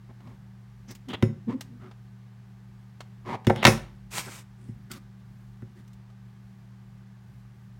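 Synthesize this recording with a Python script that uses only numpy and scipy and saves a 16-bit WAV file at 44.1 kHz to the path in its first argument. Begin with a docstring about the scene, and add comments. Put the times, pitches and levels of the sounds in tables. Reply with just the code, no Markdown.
"""Fingers tick and rub on a phone's case; then it knocks on a desk as it is turned over and back.
Each knock booms the desk top and rings the phone's frame. Let go, it chatters to rest and is slid aside,
hissing over the grain. The microphone is close by, in a small room with a short reverberation;
a mains hum, a small fan and a low rumble run underneath."""
import sys
import numpy as np
from scipy import signal
from scipy.fft import rfft, irfft, next_fast_len
from scipy.io import wavfile
from scipy.ndimage import uniform_filter1d

SR = 44100
rng = np.random.default_rng(int(sys.argv[2]) if len(sys.argv) > 2 else 0)


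def master_out(mix):
    """Clip the mix to full scale and print it as 16-bit PCM to the path in sys.argv[1]."""
    frames = np.transpose(np.atleast_2d(mix))
    ceiling = np.clip(frames, -1, 1)
    pcm = np.round(ceiling * 32767).astype(np.int16)
    wavfile.write(sys.argv[1], SR, pcm)


N = 343725
TIME = np.arange(N) / SR
RING_TIME = TIME[:SR // 2]

# Tones of the mains and the fan. Each row: pitch in Hz, rms level in dB, waver in dB.
HUM_TONES = [(118.8, -49, 0.4), (193.3, -54.5, 1.5), (405, -82, 2)]
# Noise spectra. Each row: frequency in Hz, relative density in dB.
RUMBLE_SPECTRUM = [(20, -34.5), (33, -21.5), (41, -11.5), (49, 6.5), (65, 1), (90, -2.5), (150, 4),
                   (210, -10), (270, -18.5), (400, -43)]
FAN_SPECTRUM = [(160, -41.5), (280, -4), (386, 1.5), (413, -7.5), (610, -8), (800, -2.5), (1030, -6.5),
                (1200, -4), (1350, -10.5), (1520, -5), (2490, -13.5), (5700, -20), (7470, -24.5),
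                (11800, -32), (16000, -32)]
TICK_SPECTRUM = [(200, -18), (700, 2), (1300, -1.5), (2200, -1), (3500, -1.5), (5000, -5.5), (8000, -9.5),
                 (11000, -19), (16000, -18.5)]
GRIT_SPECTRUM = [(150, -18), (450, -3), (900, 0.5), (1500, -6.5), (2100, -3), (2600, -10.5), (3200, -11.5),
                 (4700, -18), (8000, -26.5), (16000, -38)]
SLIDE_SPECTRUM = [(120, 4), (250, -11), (370, -2), (550, -10.5), (1000, -2.5), (1750, -6), (2250, -1.5),
                  (2750, -5.5), (4000, -9), (8400, -6.5), (10000, -13.5), (16000, -19)]
CHATTER_SPECTRUM = [(300, -6), (900, 1), (2200, -1.5), (3000, -7), (4500, -12), (5400, -1), (7500, -11),
                    (9700, -9.5), (11000, -18), (16000, -18)]
CRACK_SPECTRUM = [(200, -24.5), (600, 3), (1200, -0.5), (2000, -8.5), (2700, -2), (3700, -6.5), (4600, -10),
                  (6000, -12.5), (9000, -28), (11000, -28), (16000, -32.5)]
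# Modes of the desk top, the phone's frame and glass, and its plastic case.
# Each row: frequency in Hz, relative level in dB, time to fall 60 dB (t60) in seconds.
DESK_MODES = [(111.7, -1.5, .27), (144.46, -9, 0.38), (173.4, -7, .12), (218.2, 0.5, 0.11),
              (224.5, 3, 0.074), (285.5, -8, 0.094), (351.7, -2.5, 0.1), (373.5, -6, 0.17), (469, -10, .15),
              (542, -3.5, 0.18), (602, -9, 0.054), (660.5, -9.5, 0.14), (733.4, -6, 0.11),
              (791.4, -1.5, .11), (920, -12.5, .1), (1100, -6, .11), (1096, -6.5, 0.18)]
FRAME_MODES = [(2005, 2, .15), (2210, -4, .18), (2552, -1, .13), (2842, 1, .08), (5115, -9, .18),
               (5262, -7, .27), (5548, -8, .13), (6743, -9, .2), (8312, -13, .12), (9711, -13, .17),
               (10100, -13, .15), (11430, -19, .17), (14150, -23, .13)]
CASE_MODES = [(1362, -7, .07), (1535, -6, .07), (1762, -5, .07), (1930, -4, .05), (2083, -4, .07),
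              (2277, -9, .07), (3180, -9, .04), (3620, -5, .035), (3790, -6, .035)]
# Nails and fingertips on the case. Each row: start in seconds, level in dB, tilt in dB per octave.
FINGER_TICKS = [(.096, -55, -6), (.203, -50, -6), (.272, -50.5, -4), (0.91, -42, 7), (.9503, -44, 4),
                (1.0852, -43, 1), (1.132, -31, -4.5), (1.6082, -32.5, 2), (1.911, -46.5, -4.5),
                (3.0047, -35.5, -2.5), (3.4459, -42, -4), (3.627, -33, -3), (4.9137, -32, 6),
                (4.9334, -42.5, 2.5), (5.877, -57.5, 4), (5.931, -57, 5), (6.1, -55, -3.5)]
# A fingertip slips along the case. Each row: start and length in seconds, slips per second, level in dB.
FINGER_STUTTERS = [(1.067, 0.058, 250, -36.5), (1.466, .052, 228, -24.5), (1.51, .075, 258, -31),
                   (1.646, 0.18, 250, -50.5)]
# Skin and case rub over the desk.
# Each row: start and length in seconds, level in dB, tilt in dB per octave, squeak in Hz.
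RUB_STROKES = [(.088, 0.033, -56.5, -5, 910), (.195, 0.18, -62.5, 0, 1050),
               (0.875, 0.065, -51.5, 3.5, 5630), (1.082, 0.049, -43, 1, 3200),
               (1.126, 0.034, -35, -1, 3100), (1.473, 0.08, -46, -1.5, 980), (1.789, .12, -56.5, -1, 1260),
               (3.246, .135, -37.5, -2, 1000), (3.321, 0.043, -35, -3, 837), (3.496, .016, -18, -6, 867),
               (3.534, .15, -44.5, -1, 3310), (3.6259, .014, -23, -0.5, 2200),
               (4.262, 0.039, -46, -5, 1500), (4.561, 0.18, -72, 6, 8590), (4.896, 0.042, -48.5, 3, 1353),
               (4.931, 0.061, -51.5, 5.5, 1250), (5.75, 0.078, -66.5, 6, 1698)]
# The whole desk sways. Each row: start in seconds, frequency in Hz, level in dB, t60 in seconds.
DESK_SWAYS = [(3.655, 49.45, -34, 1.0), (3.675, 61.7, -30, .35)]
# The phone meets the desk. Each row: start in seconds, thud level in dB, thud corner in Hz,
# crack level in dB, crack tilt in dB per octave.
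PHONE_KNOCKS = [(1.2255, -13, 365, -27.5, -2.2), (3.4690, -13, 380, -26.5, 0.75),
                (3.4993, -18, 848.5, -23, -8.5), (3.5610, -40.5, 700, -36.5, -2),
                (3.6421, -31, 450, -22.5, -1), (3.6516, -16, 1305, -3, -0.47),
                (3.6680, -35.5, 900, -13, -0.4), (3.6747, -11.5, 610, -13.5, -2),
                (4.687, -32.5, 258.7, -66.5, -3), (5.622, -37.5, 326, -54.5, -14)]


def undb(db):
    """Decibels to gain."""
    return 10 ** (np.asarray(db) / 20)


def unit(x):
    """Scale to rms 1."""
    return x / np.sqrt(np.mean(x ** 2))


def fade(t60):
    """Exponential decay, 60 dB down after t60 seconds."""
    return np.exp(-np.log(1000) * RING_TIME / t60)


def add(out, start_s, x):
    """Mix x into out from start_s on."""
    start = int(start_s * SR)
    out[start:start + len(x)] += x[:N - start]


def colour(x, spectrum, tilt=0):
    """Shape x by a spectrum, tilted in dB per octave, with an 18 dB per octave bass roll-off; rms 1."""
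    hz, db = np.transpose(spectrum)
    size = next_fast_len(len(x))
    octave = np.log2(np.fft.rfftfreq(size, 1 / SR) + 1)
    below = np.minimum(octave - np.log2(hz[0]), 0)
    gain_db = np.interp(octave, np.log2(hz), db + tilt * np.log2(hz)) + 18 * below
    return unit(irfft(rfft(x, size) * undb(gain_db), size)[:len(x)])


def lowpass(x, hz, order):
    """Smooth low-pass."""
    return signal.sosfilt(signal.butter(order, hz, fs=SR, output="sos"), x)


def resonate(x, hz, width_hz):
    """Pass x through one resonance."""
    return signal.lfilter(*signal.iirpeak(hz, hz / width_hz, fs=SR), x)


def ring(modes, corner_hz=SR, tilt=0, lag_turns=.36):
    """Response of a struck body; a softer contact reaches only the modes under its corner."""
    hz, db, t60 = np.transpose(modes)
    gains = undb(db + tilt * np.log2(hz / 2000)) / np.sqrt(1 + (hz / corner_hz) ** 8)
    lags = lag_turns * np.arange(len(hz))  # each mode lags the one below, so the ring builds briefly
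    push = 1 - np.exp(-(2 * corner_hz * RING_TIME) ** 2)
    return push * sum(gain * fade(decay) * np.sin(2 * np.pi * (freq * RING_TIME - lag))
                      for freq, gain, decay, lag in zip(hz, gains, t60, lags))


def grains(count, spread_db):
    """Dense tiny impulses, a few much stronger than the rest."""
    return rng.standard_normal(count) * undb(spread_db * np.minimum(rng.exponential(size=count), 6))


def drift(rate_hz):
    """Random drift that takes a new course rate_hz times a second; rms 1."""
    hold = int(SR / rate_hz)
    steps = np.repeat(rng.standard_normal(N // hold + 1), hold)
    return unit(uniform_filter1d(steps, hold)[:N])


def room_tone(rumble_db=-56, fan_db=-65):
    """The bed of the room: wavering mains and fan hum, low rumble and the fan's soft, steady air."""
    hum = np.zeros(N)
    for hz, db, waver_db in HUM_TONES:
        phase = 2 * np.pi * hz * TIME + 0.0785 * drift(12)
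        hum += np.sqrt(2) * undb(db + waver_db * drift(14)) * np.sin(phase)
    swell = undb(1.5 * drift(9))
    rumble = undb(rumble_db) * swell * colour(rng.standard_normal(N), RUMBLE_SPECTRUM)
    air = undb(fan_db) * colour(rng.standard_normal(N), FAN_SPECTRUM)
    return hum + rumble + air


def reflections(direct, level_db=-17, low_t60=0.4, treble_t60=0.22, build_s=0.016):
    """The small room's diffuse answer, faint this close to the desk; the treble dies first."""
    noise = rng.standard_normal(len(RING_TIME))
    low = lowpass(noise, 1800, order=1)
    tail = low * fade(low_t60) + (noise - low) * fade(treble_t60)
    tail *= np.minimum(RING_TIME / build_s, 1)
    return undb(level_db) * signal.fftconvolve(direct, tail / np.linalg.norm(tail))[:N]


def click(t60, tilt, attack_s=0.0012):
    """One damped click of the case."""
    onset = 1 - np.exp(-RING_TIME / attack_s)
    return onset * fade(t60) * colour(rng.standard_normal(len(RING_TIME)), TICK_SPECTRUM, tilt)


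def ticks(t60=0.05):
    """Nails and fingertips click on the case, too lightly to stir the desk."""
    out = np.zeros(N)
    for start_s, db, tilt in FINGER_TICKS:
        add(out, start_s, undb(db) * click(t60, tilt))
    return out


def judder(slips):
    """The desk top shaken by a run of slips; rms 1."""
    desk = resonate(ring(DESK_MODES, corner_hz=450), hz=230, width_hz=170)
    return unit(signal.fftconvolve(slips, desk)[:len(slips)])


def stutters(jitter=0.051, skin_hz=330, shake_db=-8):
    """Skin stretches and lets go, a sawtooth rounded by the soft fingertip; the desk shakes along."""
    out = np.zeros(N)
    for start_s, length_s, rate_hz, db in FINGER_STUTTERS:
        count = int(length_s * SR)
        slip_hz = rate_hz * (1 + jitter * drift(150)[:count])
        phase = 2 * np.pi * np.cumsum(slip_hz) / SR
        slips = unit(lowpass(signal.sawtooth(phase), skin_hz, order=4))
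        shake = unit(judder(rng.standard_normal(SR // 2))[-count:])
        add(out, start_s, undb(db) * (slips + undb(shake_db) * shake) * np.hanning(count))
    return out


def rubs(squeak_db=-3.5, judder_db=-15, judder_growth=.57):
    """Short gritty strokes; the skin sticks and slips, squeaking dryly and shaking the desk."""
    out = np.zeros(N)
    for start_s, length_s, db, tilt, squeak_hz in RUB_STROKES:
        count = int(length_s * SR)
        pressure = np.sin(np.linspace(0, np.pi, count))
        slips = grains(SR // 2, spread_db=4.0)
        grit = unit(colour(slips, GRIT_SPECTRUM, tilt)[-count:])
        width_hz = 0.4 * squeak_hz
        squeak = resonate(resonate(slips, squeak_hz, width_hz), squeak_hz, width_hz)
        friction = undb(db) * (grit + undb(squeak_db) * unit(squeak[-count:]))
        shake = undb(judder_db + judder_growth * db) * unit(judder(slips)[-count:])
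        add(out, start_s, pressure * (friction + shake))
    return out


def slide(start_s=4.103, snag_s=4.1818, shove_s=4.186, stop_s=4.435,
          drag_db=-47, shove_db=-34, snag_db=-10.5, uneven_db=1.45):
    """The phone's smooth back hisses over the desk's grain: a shove, a snag on a speck, a slow drag."""
    attack, release = (TIME - start_s) / 0.015, (stop_s - TIME) / 0.056
    moving = np.clip(np.minimum(attack, release), 0, 1)
    shove_width_s = np.where(TIME < shove_s, 0.04, 0.028)  # rises more slowly than it falls
    shove = np.exp(-((TIME - shove_s) / shove_width_s) ** 2)
    speed = moving * (undb(drag_db) + undb(shove_db) * shove) * undb(uneven_db * drift(70))
    out = speed * colour(grains(N, spread_db=2.5), SLIDE_SPECTRUM)
    add(out, snag_s, undb(snag_db) * click(t60=0.0069, tilt=1))
    return out


def chatter():
    """The phone rattles on the desk in ever smaller bounces."""
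    return colour(grains(len(RING_TIME), spread_db=1.5), CHATTER_SPECTRUM) * fade(t60=0.25)


def drop(drop_s=3.668, chatter_db=-21.5, shimmer_db=-31.5):
    """Let go, the phone chatters to rest, keeping its frame ringing; the desk sways under its weight."""
    out = np.zeros(N)
    bounces = grains(len(RING_TIME), spread_db=1.0) * fade(t60=.07)
    shimmer = signal.fftconvolve(bounces / np.linalg.norm(bounces), ring(FRAME_MODES, tilt=3.5))
    add(out, drop_s, undb(chatter_db) * chatter())
    add(out, drop_s, undb(shimmer_db) * shimmer)
    for start_s, *mode in DESK_SWAYS:
        add(out, start_s, ring([mode], corner_hz=100))
    return out


def knocks(snap_db=2, case_db=-4.5, buzz_db=-26.5, frame_db=-26.5, frame_growth=.6, detune=0.014):
    """Close to the microphone, each blow booms the desk, cracks and buzzes the case, rings the frame."""
    out = np.zeros(N)
    frame = ring(FRAME_MODES)
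    crack_decay = undb(snap_db) * fade(t60=.012) + .5 * fade(t60=0.05016)  # a snap, then crowded modes
    for start_s, thud_db, corner_hz, crack_db, tilt in PHONE_KNOCKS:
        thud = undb(thud_db) * ring(DESK_MODES, corner_hz)
        # grip and contact point detune the case from blow to blow
        gripped = [(hz * (1 + detune * rng.standard_normal()), db, t60) for hz, db, t60 in CASE_MODES]
        crack = colour(rng.standard_normal(len(RING_TIME)), CRACK_SPECTRUM, tilt) * crack_decay
        case = crack + undb(case_db) * ring(gripped, tilt=tilt) + undb(buzz_db) * chatter()
        # the frame rings with the crack's treble: louder with the crack, and 1.3 dB more for each dB per octave
        # of its tilt
        ring_db = frame_db + frame_growth * crack_db + 1.3 * tilt
        add(out, start_s, thud + undb(crack_db) * case + undb(ring_db) * frame)
    return out


def scene():
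    """At the desk, in mono: the handling up close, its reflections and the room tone behind."""
    handling = knocks() + drop() + ticks() + rubs() + stutters() + slide()
    return (handling + reflections(handling) + room_tone())[None]


def record(dry, low_cut_hz=40, overload=.92, top_hz=16000):
    """The microphone sheds the deepest bass and overloads on the loudest peaks; the top is cut."""
    sound = signal.sosfilt(signal.butter(5, low_cut_hz, "high", fs=SR, output="sos"), dry)
    sound = np.clip(sound, -overload, overload)
    return signal.sosfilt(signal.ellip(10, .2, 70, top_hz, fs=SR, output="sos"), sound)


dry = scene()
out = record(dry)
master_out(out)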